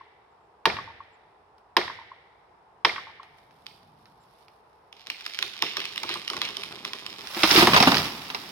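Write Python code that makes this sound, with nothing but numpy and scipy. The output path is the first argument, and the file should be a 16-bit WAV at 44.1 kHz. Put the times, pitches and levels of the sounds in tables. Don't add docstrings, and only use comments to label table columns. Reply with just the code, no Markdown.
import sys
import numpy as np
from scipy import signal
from scipy.fft import rfft, irfft
from scipy.io import wavfile
from scipy.ndimage import uniform_filter1d, minimum_filter1d, map_coordinates

SR = 44100
rng = np.random.default_rng(int(sys.argv[2]) if len(sys.argv) > 2 else 0)


def master_out(mix):
    frames = np.transpose(np.atleast_2d(mix))
    ceiling = np.clip(frames, -1, 1)
    pcm = np.round(ceiling * 32767).astype(np.int16)
    wavfile.write(sys.argv[1], SR, pcm)


N = 375291
T = np.arange(N) / SR

# start in seconds, level in dB, tilt in dB per octave, then thud, steel tick, hollow note
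# and boom in dB. The first blow falls before time zero; only its echoes sound.
AXE_BLOWS = [(-0.34, -4, 0.5, -17.5, -24, -25, -1), (0.6547, -0.5, 0, -14, -9, -31, 4),
             (1.7666, -1, 1.5, -13.5, -10, -16.5, -1.5), (2.848, -1, 2.5, -19, -26, -26, -3)]
# frequency in Hz, relative dB.
CONTACT_SPECTRUM = [(40, -24.5), (80, -17.5), (220, -20.5), (600, -16.5), (1800, 7), (3200, 4), (5500, -1),
                    (7500, -17), (12000, -20), (16000, -23.5)]
STEEL_SPECTRUM = [(1000, -62.5), (4500, -22.5), (5900, 8.5), (7500, -4), (10000, 0.5), (13500, 2),
                  (16000, -9)]
RADIATED_SPECTRUM = [(40, -20), (80, -2), (200, -8.5), (350, -3), (600, 0), (1000, 9.5), (1500, 5.5),
                     (1900, 9.5), (2200, 5), (2600, -3), (3400, 1.5), (5500, -3.5), (7500, -15.5),
                     (12000, -19), (16000, -32.5)]

def axe(foliage, echoes, contact_db=-1, seat_s=.001, scatter_db=3, linger_db=-4):
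    out, t = np.zeros((2, N)), seconds(.2)
    pulse = np.sqrt(SR / 1000) * signal.unit_impulse(len(t))
    for start_s, db, tilt_db, thud_db, tick_db, hollow_db, boom_db in AXE_BLOWS:
        ring = trunk_ring(tilt_db) + undb(thud_db) * band(bending_wave(), 520, 350)
        ring += undb(hollow_db) * hollow_note()
        contact = undb(contact_db) * colour(burst(t60_s=.029), CONTACT_SPECTRUM)
        contact += undb(tick_db) * colour(burst(t60_s=.024), STEEL_SPECTRUM)
        hit = undb(db) * (ring + contact) * (1 - np.exp(-t / seat_s))
        add(out, start_s, at_ports(hit, lead_ms=.08))
        add(out, start_s, signal.fftconvolve(hit, echoes))
        spectrum = [(hz, level_db + tilt_db * np.clip(np.log2(hz / 1500), -1, 1) + boom_db * (hz < 250))
                    for hz, level_db in RADIATED_SPECTRUM]
        wedge_note = undb(linger_db) * band(hit, 2200, 280)
        radiated = undb(db + scatter_db) * colour(pulse, spectrum) + wedge_note
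        add(out, start_s, signal.fftconvolve(radiated[None], foliage, axes=-1))
    return out


# frequency in Hz, relative level in dB, T60 in seconds.
TRUNK_MODES = [(903.5, -10.5, .055), (1069, -1, 0.021), (1330, -20.5, 0.039), (1780, -4.5, 0.0024),
               (1897, -5, 0.019), (2202, -15, 0.014), (2450, -2, 0.01), (3270, -6, 0.0078),
               (3210, -16.5, 0.033), (3765, -5, 0.015), (5115, -4, .018)]

def trunk_ring(tilt_db_per_octave, rise_cycles=.73):
    t = seconds(.2)
    hz, db, t60_s = np.transpose(TRUNK_MODES)[:, :, None]
    cycles = t * hz * (1 + .011 * rng.standard_normal(hz.shape))
    gain = undb(db + tilt_db_per_octave * np.log2(hz / 1000))
    envelope = gain * fade(t, t60_s) * (1 - np.exp(-cycles / rise_cycles))
    return np.sum(envelope * np.sin(2 * np.pi * (cycles + rng.random(hz.shape))), axis=0)


# frequency in Hz, relative level in dB.
KNOCK_SPECTRUM = [(45, -28), (130, -8.5), (220, -11), (310, -5), (400, -1), (500, -11), (750, -10),
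                  (900, -6), (1150, 2.5), (1600, -6.5), (3000, -30)]

def bending_wave(lag_below_hz=1250, lag_s=.009, max_lag_s=.014):
    knock = colour(burst(t60_s=.075), KNOCK_SPECTRUM)
    hz = np.fft.rfftfreq(len(knock), 1 / SR)
    delay_s = np.clip(lag_s * (lag_below_hz / np.maximum(hz, 1) - 1), 0, max_lag_s)
    phase = 2 * np.pi * np.cumsum(delay_s) * hz[1]
    return irfft(rfft(knock) * np.exp(-1j * phase), len(knock))


def hollow_note(hz=351.8, t60_s=.1224, rise_s=.006):
    t = seconds(.2)
    return fade(t, t60_s) * (1 - np.exp(-t / rise_s)) * np.sin(2 * np.pi * (hz * t + rng.random()))


# start in seconds, snap and trunk knock in relative dB.
HINGE_CRACKS = [(3.666, -26.5, -60), (4.927, -36, -55), (5.0699, -28.5, -47), (5.1009, -18, -42),
                (5.2084, -29, -62), (5.2633, -18, -45), (5.2736, -57, -62), (5.3457, -26.5, -57),
                (5.3891, -15.5, -39.5), (5.4257, -12, -34), (5.623, -9.5, -23), (5.769, -13, -30.5),
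                (5.8022, -21.5, -56), (5.854, -21.5, -56), (5.9592, -23, -47), (5.978, -18.5, -44),
                (6.0328, -17.5, -30), (6.0923, -20, -28), (6.14, -18, -60), (6.1548, -31, -31),
                (6.278, -20, -81), (6.3003, -17.5, -31.5), (6.333, -26, -30), (6.3665, -20, -32.5),
                (6.4167, -14, -30.5), (6.451, -23.5, -42), (6.4883, -25, -35.5), (6.569, -19.5, -37),
                (6.6349, -21.5, -43), (6.7186, -37, -37.5), (6.85, -19.5, -37), (6.9334, -22, -36.5),
                (7.064, -21, -43)]
# frequency in Hz, relative level in dB.
FIBRE_SPECTRUM = [(100, -40), (400, -29), (800, -33), (1250, -13.5), (2500, -2), (4000, -1), (5800, -4),
                  (8000, -14.5), (16000, -17)]
SPLINTER_SPECTRUM = [(1000, -80), (5000, 0), (7000, 26), (10000, 38.5), (13000, 6), (16000, 36)]
GROAN_SPECTRUM = [(40, -17), (70, -12.5), (130, -3.5), (230, -2.5), (380, -2.5), (600, -8.5), (1100, -1.5),
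                  (2500, -16)]

def hinge(foliage, echoes, gives_s=4.93, full_tear_s=5.26, leans_s=6.05, parts_s=7.32):
    snaps, knocks, ticks = np.zeros((3, N))
    for start_s, snap_db, knock_db in HINGE_CRACKS:
        add(snaps, start_s, undb(snap_db + 6) * burst(t60_s=.013))
        early_s = .0037 * (.5 + rng.random())
        add(snaps, start_s - early_s, undb(snap_db - 15) * burst(t60_s=.01))
        add(ticks, start_s, undb(.54 * snap_db - 10) * burst(t60_s=.018))
        knock = undb(1) * trunk_ring(tilt_db_per_octave=-6) + bending_wave() + undb(-8) * hollow_note()
        add(knocks, start_s, undb(knock_db) * knock)
    load = aftermath([(s, db - 20) for s, db, _ in HINGE_CRACKS], rise_s=.02, t60_s=.1)
    attached = np.interp(T, [gives_s, gives_s + .03, parts_s - .1, parts_s], [0, 1, 1, 0])
    strain = undb(-39) * attached * swell(full_tear_s, rise_db_per_s=41) + load
    fibres = strain * crackle(rate_per_s=750, spread_db=4.5)
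    leaning = swell(leans_s, rise_db_per_s=18.5)
    opening = swell(leans_s, rise_db_per_s=7, fall_db_per_s=.5)
    grinding = undb(-9) * strain * leaning * crackle(rate_per_s=270, spread_db=-3.5)
    groan = colour(grinding, GROAN_SPECTRUM)
    splinters = opening * colour(ticks + undb(-4) * fibres, SPLINTER_SPECTRUM)
    wood = colour(snaps + fibres, FIBRE_SPECTRUM) + splinters + ripping() + knocks + groan
    garden = undb(-1) * foliage + undb(-3) * echoes
    return at_ports(wood, lead_ms=.16) + signal.oaconvolve(wood[None], garden, axes=-1)[:, :N]


# time of full pull in seconds, level in dB.
SPLINTER_RIPS = [(5.645, -28), (5.795, -31), (6.094, -27.5), (6.424, -29.5)]

def ripping(hz=3000, width_hz=2600):
    pull = sum(undb(db) * swell(full_s, hold_s=.019, rise_db_per_s=307, fall_db_per_s=150)
               for full_s, db in SPLINTER_RIPS)
    rasp = double_band(crackle(rate_per_s=1800, spread_db=4), hz, width_hz)
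    return pull * rasp / rasp.std()


# start in seconds, snap and woody body in relative dB.
BRANCH_BREAKS = [(1.5815, -55, -62), (3.2304, -43, -46.5), (3.384, -50, -55), (3.509, -54, -63),
                 (3.83, -53, -63), (4.0559, -47, -56), (4.4822, -48.5, -57), (4.73, -60.5, -76),
                 (7.2392, -46, -42), (7.2712, -24, -50), (7.3112, -37, -57), (7.3467, -23, -51),
                 (7.3644, -40, -26.5), (7.433, 2.5, -9.5), (7.5067, -8, -28), (7.511, -1, -22),
                 (7.5612, 4.5, -24), (7.5753, -8, -13), (7.5825, -24, -13), (7.5944, -6, -33),
                 (7.609, -7, -13), (7.6236, -11, -10), (7.6708, -8, -10.5), (7.7338, -7, -13.5),
                 (7.7439, -25, -9), (7.763, -1, -5), (7.8023, -8.5, -10.5), (7.8253, 0, -9.5),
                 (7.8728, -13.5, -8), (7.9184, -11.5, -15), (7.9436, -10, -22.5), (7.9691, -10, -27),
                 (8.3011, -22, -35.5), (8.3471, -19.5, -27.5)]
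# start in seconds, relative level in dB, nominal pitch in Hz.
LIMB_THUDS = [(7.366, -24, 335), (7.434, -11.5, 314), (7.515, -19, 297), (7.553, -10, 363),
              (7.577, -5, 320), (7.625, -7.5, 348), (7.673, -10.5, 348), (7.705, -21, 225),
              (7.733, -14.5, 247), (7.805, -12.5, 218), (7.871, -5.5, 257), (7.925, -16, 267)]
# frequency in Hz, relative level in dB.
TWIG_SPECTRUM = [(100, -15), (500, -37), (900, -14), (1400, -2), (2000, 5.5), (3500, 5), (6000, 6.5),
                 (9000, -33), (16000, -88)]
LIMB_SPECTRUM = [(100, -54), (350, 1.5), (520, -4.5), (750, 6.5), (950, 9), (1400, 6), (2500, 4.5),
                 (8000, -6.5)]

def crash(foliage, sweep_s=7.56, muffled_db=-8, scatter_db=-4):
    snaps, bodies, ticks, thuds = np.zeros((4, 2, N))
    for start_s, snap_db, body_db in BRANCH_BREAKS:
        lead_ms = -.12 + .12 * rng.standard_normal()
        tick_db = snap_db + muffled_db * (start_s > sweep_s)
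        add(snaps, start_s, undb(snap_db + 5) * at_ports(burst(t60_s=.016), lead_ms))
        add(bodies, start_s, undb(body_db + 3) * at_ports(burst(t60_s=.088), lead_ms))
        add(ticks, start_s, undb(tick_db) * at_ports(burst(t60_s=.02), lead_ms))
    for start_s, db, hz in LIMB_THUDS:
        add(thuds, start_s, undb(db + 2) * limb_thud(hz))
    twigs, needles, soil = brushwood(sweep_s)
    wood = colour(snaps + twigs, TWIG_SPECTRUM) + colour(bodies, LIMB_SPECTRUM)
    wood += colour(ticks, SPLINTER_SPECTRUM)
    scatter = undb(scatter_db) * signal.oaconvolve(wood, foliage, axes=-1)[:, :N]
    return wood + thuds + soil + needles + scatter


def limb_thud(hz, t60_s=.074, rise_s=.0037):
    t = seconds(.3)
    modes = [(1.015, 0, t60_s), (1.305, -9, t60_s / 2), (.648, -9, t60_s)]
    ring = sum(undb(db) * fade(t, decay_s) * np.sin(2 * np.pi * (hz * ratio * t + rng.random()))
               for ratio, db, decay_s in modes)
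    return ring * (1 - np.exp(-t / rise_s))


# frequency in Hz, relative level in dB.
NEEDLE_SPECTRUM = [(300, -12.5), (900, -2.5), (2000, -1), (5000, 1), (9000, -5), (16000, -1)]
SOIL_SPECTRUM = [(25, -52), (50, -11), (100, -2), (170, 1.5), (250, 2.5), (360, -1), (520, -11),
                 (1200, -2.5), (5000, -78)]

def brushwood(sweep_s):
    touch = swell(7.42, hold_s=.08, rise_db_per_s=93, fall_db_per_s=200)
    sweep = swell(sweep_s, hold_s=.035, rise_db_per_s=152, fall_db_per_s=303)
    crush = swell(7.594, hold_s=.39, rise_db_per_s=139, fall_db_per_s=112)
    sway = swell(7.416, hold_s=1.21, rise_db_per_s=124, fall_db_per_s=41)
    shaken = aftermath([(s, db - 12) for s, db, _ in BRANCH_BREAKS], rise_s=.0033, t60_s=.082)
    jolts = aftermath([(s, db - 12) for s, db, _ in LIMB_THUDS], rise_s=.012, t60_s=.12)
    twig_gain = undb(-27) * crush + undb(-44) * sway + shaken
    needle_gain = undb(-24) * touch + undb(-8) * sweep + undb(-20) * crush + undb(-34) * sway
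    soil_gain = (undb(-31) + jolts) * crush + undb(-49) * sway
    twigs = twig_gain * diffuse(*[crackle(rate_per_s=760, spread_db=6) for _ in range(2)])
    needles = needle_gain * diffuse(*[crackle(rate_per_s=7000, spread_db=5) for _ in range(2)])
    soil = soil_gain * rng.standard_normal(N)
    return twigs, colour(needles, NEEDLE_SPECTRUM), colour(soil, SOIL_SPECTRUM)


# band centre in Hz, early level in dB, early T60 in seconds, late level in dB,
# late T60 in seconds.
FOLIAGE_BANDS = [(60.94, -1.5, 0.92, -14.5, 1.8), (151, -2, 0.56, -19.5, 1.5), (400, 1, .3, -12.5, 1.4),
                 (1040, -10.5, 0.34, -17, 0.33), (2168, -8, 0.15, -11, 1.17), (4400, -5, 0.49, -23, 1.4),
                 (14000, -5.5, 0.5, -36, .6)]

def foliage_response(rise_s=.0078):
    t = seconds(1.4)
    log_hz = np.log(np.maximum(np.fft.rfftfreq(len(t), 1 / SR), 1))
    log_centres = np.log([row[0] for row in FOLIAGE_BANDS])
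    noise = rfft(diffuse(*rng.standard_normal((2, len(t)))))
    out = np.zeros((2, len(t)))
    for selector, row in zip(np.eye(len(FOLIAGE_BANDS)), FOLIAGE_BANDS):
        _, early_db, early_t60_s, late_db, late_t60_s = row
        early = undb(early_db) * unit_energy(fade(t, early_t60_s))
        late = undb(late_db) * unit_energy(fade(t, late_t60_s))
        band_noise = irfft(noise * np.interp(log_hz, log_centres, selector), len(t))
        out += np.hypot(early, late) * band_noise
    return out * (1 - np.exp(-(t / rise_s) ** 2))


# delay in seconds, level in dB, centre in Hz, approximate width in Hz.
WALL_ECHOES = [(.044, -7, 2178, 365), (.112, -20.5, 1820, 1700), (0.131, -15, 1160, 340),
               (.132, -27, 1940, 696), (.220, -28.5, 940, 300), (0.245, -29.5, 920, 300),
               (.348, -24, 1097, 208)]

def wall_response(blur_db=-6):
    out = np.zeros(N)
    for delay_s, db, hz, width_hz in WALL_ECHOES:
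        blur = undb(blur_db) * unit_energy(burst(t60_s=.06))
        path = signal.unit_impulse(len(blur)) + blur
        add(out, delay_s, undb(db) * double_band(path, hz, 1.6 * width_hz))
    return out[:int(1.4 * SR)]


# frequency in Hz, relative level in dB.
GRASS_SPECTRUM = [(800, -19), (2000, -6), (3500, -0.5), (5500, 0.5), (7500, -6), (10000, 1.5),
                  (13000, -0.5), (16000, -12)]

def grass(retreat_s=3.4):
    blades = diffuse(*[crackle(rate_per_s=2500, spread_db=4.5) for _ in range(2)])
    walking = swell(retreat_s, hold_s=.87, rise_db_per_s=60.5, fall_db_per_s=17)
    return walking * undb(-61 + 3 * wander(points=130)) * colour(blades, GRASS_SPECTRUM)


# start in seconds, length in seconds, level in dB.
BIRD_CALLS = [(0.30, .035, -69), (0.385, .11, -72), (0.572, .07, -79), (1.122, .04, -57),
              (4.195, 0.06, -57.5)]

def bird(start_hz=7710, end_hz=7060, vibrato_hz=60, depth_hz=70):
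    out = np.zeros(N)
    for start_s, length_s, db in BIRD_CALLS:
        t = seconds(length_s)
        progress = t / length_s
        hz = start_hz + (end_hz - start_hz) * progress ** 1.2
        hz += depth_hz * np.sin(2 * np.pi * vibrato_hz * t)
        add(out, start_s, undb(db) * np.sin(np.pi * progress) * np.sin(2 * np.pi * np.cumsum(hz) / SR))
    return out


# frequency in Hz, relative level in dB.
ROAD_SPECTRUM = [(25, -12.5), (60, -3), (150, -9.5), (260, -13.5), (420, -0.5), (550, -8), (880, 2),
                 (1200, -6), (2000, -13.5), (3500, -23.5), (5500, -24), (9000, -24), (16000, -36)]

def road():
    murmur = colour(diffuse(*rng.standard_normal((2, N))), ROAD_SPECTRUM)
    murmur *= undb(-57 + .5 * wander(points=40))
    drone = double_band(rng.standard_normal(N), hz=140, width_hz=160)
    passing = undb(-80) + undb(-63) * swell(3.9, hold_s=.15, rise_db_per_s=15.5, fall_db_per_s=38)
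    return murmur + passing * drone / drone.std()


def undb(db):
    return 10 ** (np.asarray(db) / 20)


def seconds(length_s):
    return np.arange(int(length_s * SR)) / SR


def fade(t, t60_s):
    return np.exp(-np.log(1000) * t / t60_s)


def unit_energy(x):
    return x / np.linalg.norm(x)


def wander(points):
    return np.interp(T, np.linspace(0, T[-1], points), rng.standard_normal(points))


def swell(full_s, rise_db_per_s, hold_s=0, fall_db_per_s=0):
    before_s, after_s = np.maximum(full_s - T, 0), np.maximum(T - full_s - hold_s, 0)
    return undb(-rise_db_per_s * before_s - fall_db_per_s * after_s)


def aftermath(hits, rise_s, t60_s):
    out, t = np.zeros(N), seconds(.41)
    for start_s, db in hits:
        add(out, start_s, undb(db) * fade(t, t60_s) * (1 - np.exp(-t / rise_s)))
    return out


def burst(t60_s):
    envelope = fade(seconds(.2), t60_s)
    return unit_energy(rng.standard_normal(len(envelope)) * envelope) * np.linalg.norm(envelope)


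def crackle(rate_per_s, spread_db):
    sizes = undb(spread_db * np.minimum(rng.exponential(size=N), 4))
    clicks = (rng.random(N) < rate_per_s / SR) * sizes * rng.choice([-1, 1], N)
    return clicks / clicks.std()


def colour(x, spectrum, keep_power=True, taps=2048):
    hz, db = np.transpose(spectrum)
    grid_hz = np.maximum(np.fft.rfftfreq(taps, 1 / SR), 1)
    gain = undb(np.interp(np.log(grid_hz), np.log(hz), db))
    cepstrum = irfft(np.log(gain))
    cepstrum[1:taps // 2] *= 2
    cepstrum[taps // 2 + 1:] = 0
    impulse = irfft(np.exp(rfft(cepstrum)))
    if keep_power:
        impulse = unit_energy(impulse)
    return signal.oaconvolve(x, np.array(impulse, ndmin=x.ndim), axes=-1)[..., :x.shape[-1]]


def band(x, hz, width_hz):
    return signal.lfilter(*signal.iirpeak(hz, hz / width_hz, fs=SR), x)


def double_band(x, hz, width_hz):
    return band(band(x, hz, width_hz), hz, width_hz)


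def add(out, start_s, sound):
    start = int(start_s * SR)
    first, end = max(start, 0), min(start + sound.shape[-1], N)
    if end > first:
        out[..., first:end] += sound[..., first - start:end - start]


def at_ports(x, lead_ms):
    samples, shift = np.arange(len(x)), lead_ms * SR / 2000
    return np.array([map_coordinates(x, [samples + side * shift], order=3) for side in (1, -1)])


def diffuse(mid, side, alike_below_hz=900):
    treble = signal.sosfilt(signal.butter(1, alike_below_hz, "high", fs=SR, output="sos"), side)
    return np.array([mid + treble, mid - treble]) / np.sqrt(2)


def scene():
    foliage, echoes = foliage_response(), wall_response()
    return axe(foliage, echoes) + hinge(foliage, echoes) + crash(foliage) + grass() + bird() + road()


# frequency in Hz, left gain in dB, right gain in dB.
PORT_RESPONSE = [(22, -15.5, -16.5), (57.5, -2.5, 2), (314, 0, -0.5), (690, 1, 2), (1238, -0.5, -0.5),
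                 (1590, -2.5, -5), (2950, -4.5, -3.5), (3710, -14.5, -0.5), (4200, -20, -3.5),
                 (5510, -22, -3), (5860, -12.5, -14), (7530, -14, -22.5), (8800, -14.5, -12),
                 (15400, -16, -17.5)]

def record(dry, ceiling=.96, limiter_samples=130, top_hz=16000):
    ports = np.array(PORT_RESPONSE)
    stereo = np.array([colour(dry[c], ports[:, [0, c + 1]], keep_power=False) for c in range(2)])
    gain = ceiling / np.maximum(np.abs(stereo).max(axis=0), ceiling)
    stereo *= uniform_filter1d(minimum_filter1d(gain, limiter_samples), limiter_samples)
    return signal.sosfilt(signal.ellip(10, .2, 80, top_hz, fs=SR, output="sos"), stereo)


dry = scene()
out = record(dry)
master_out(out)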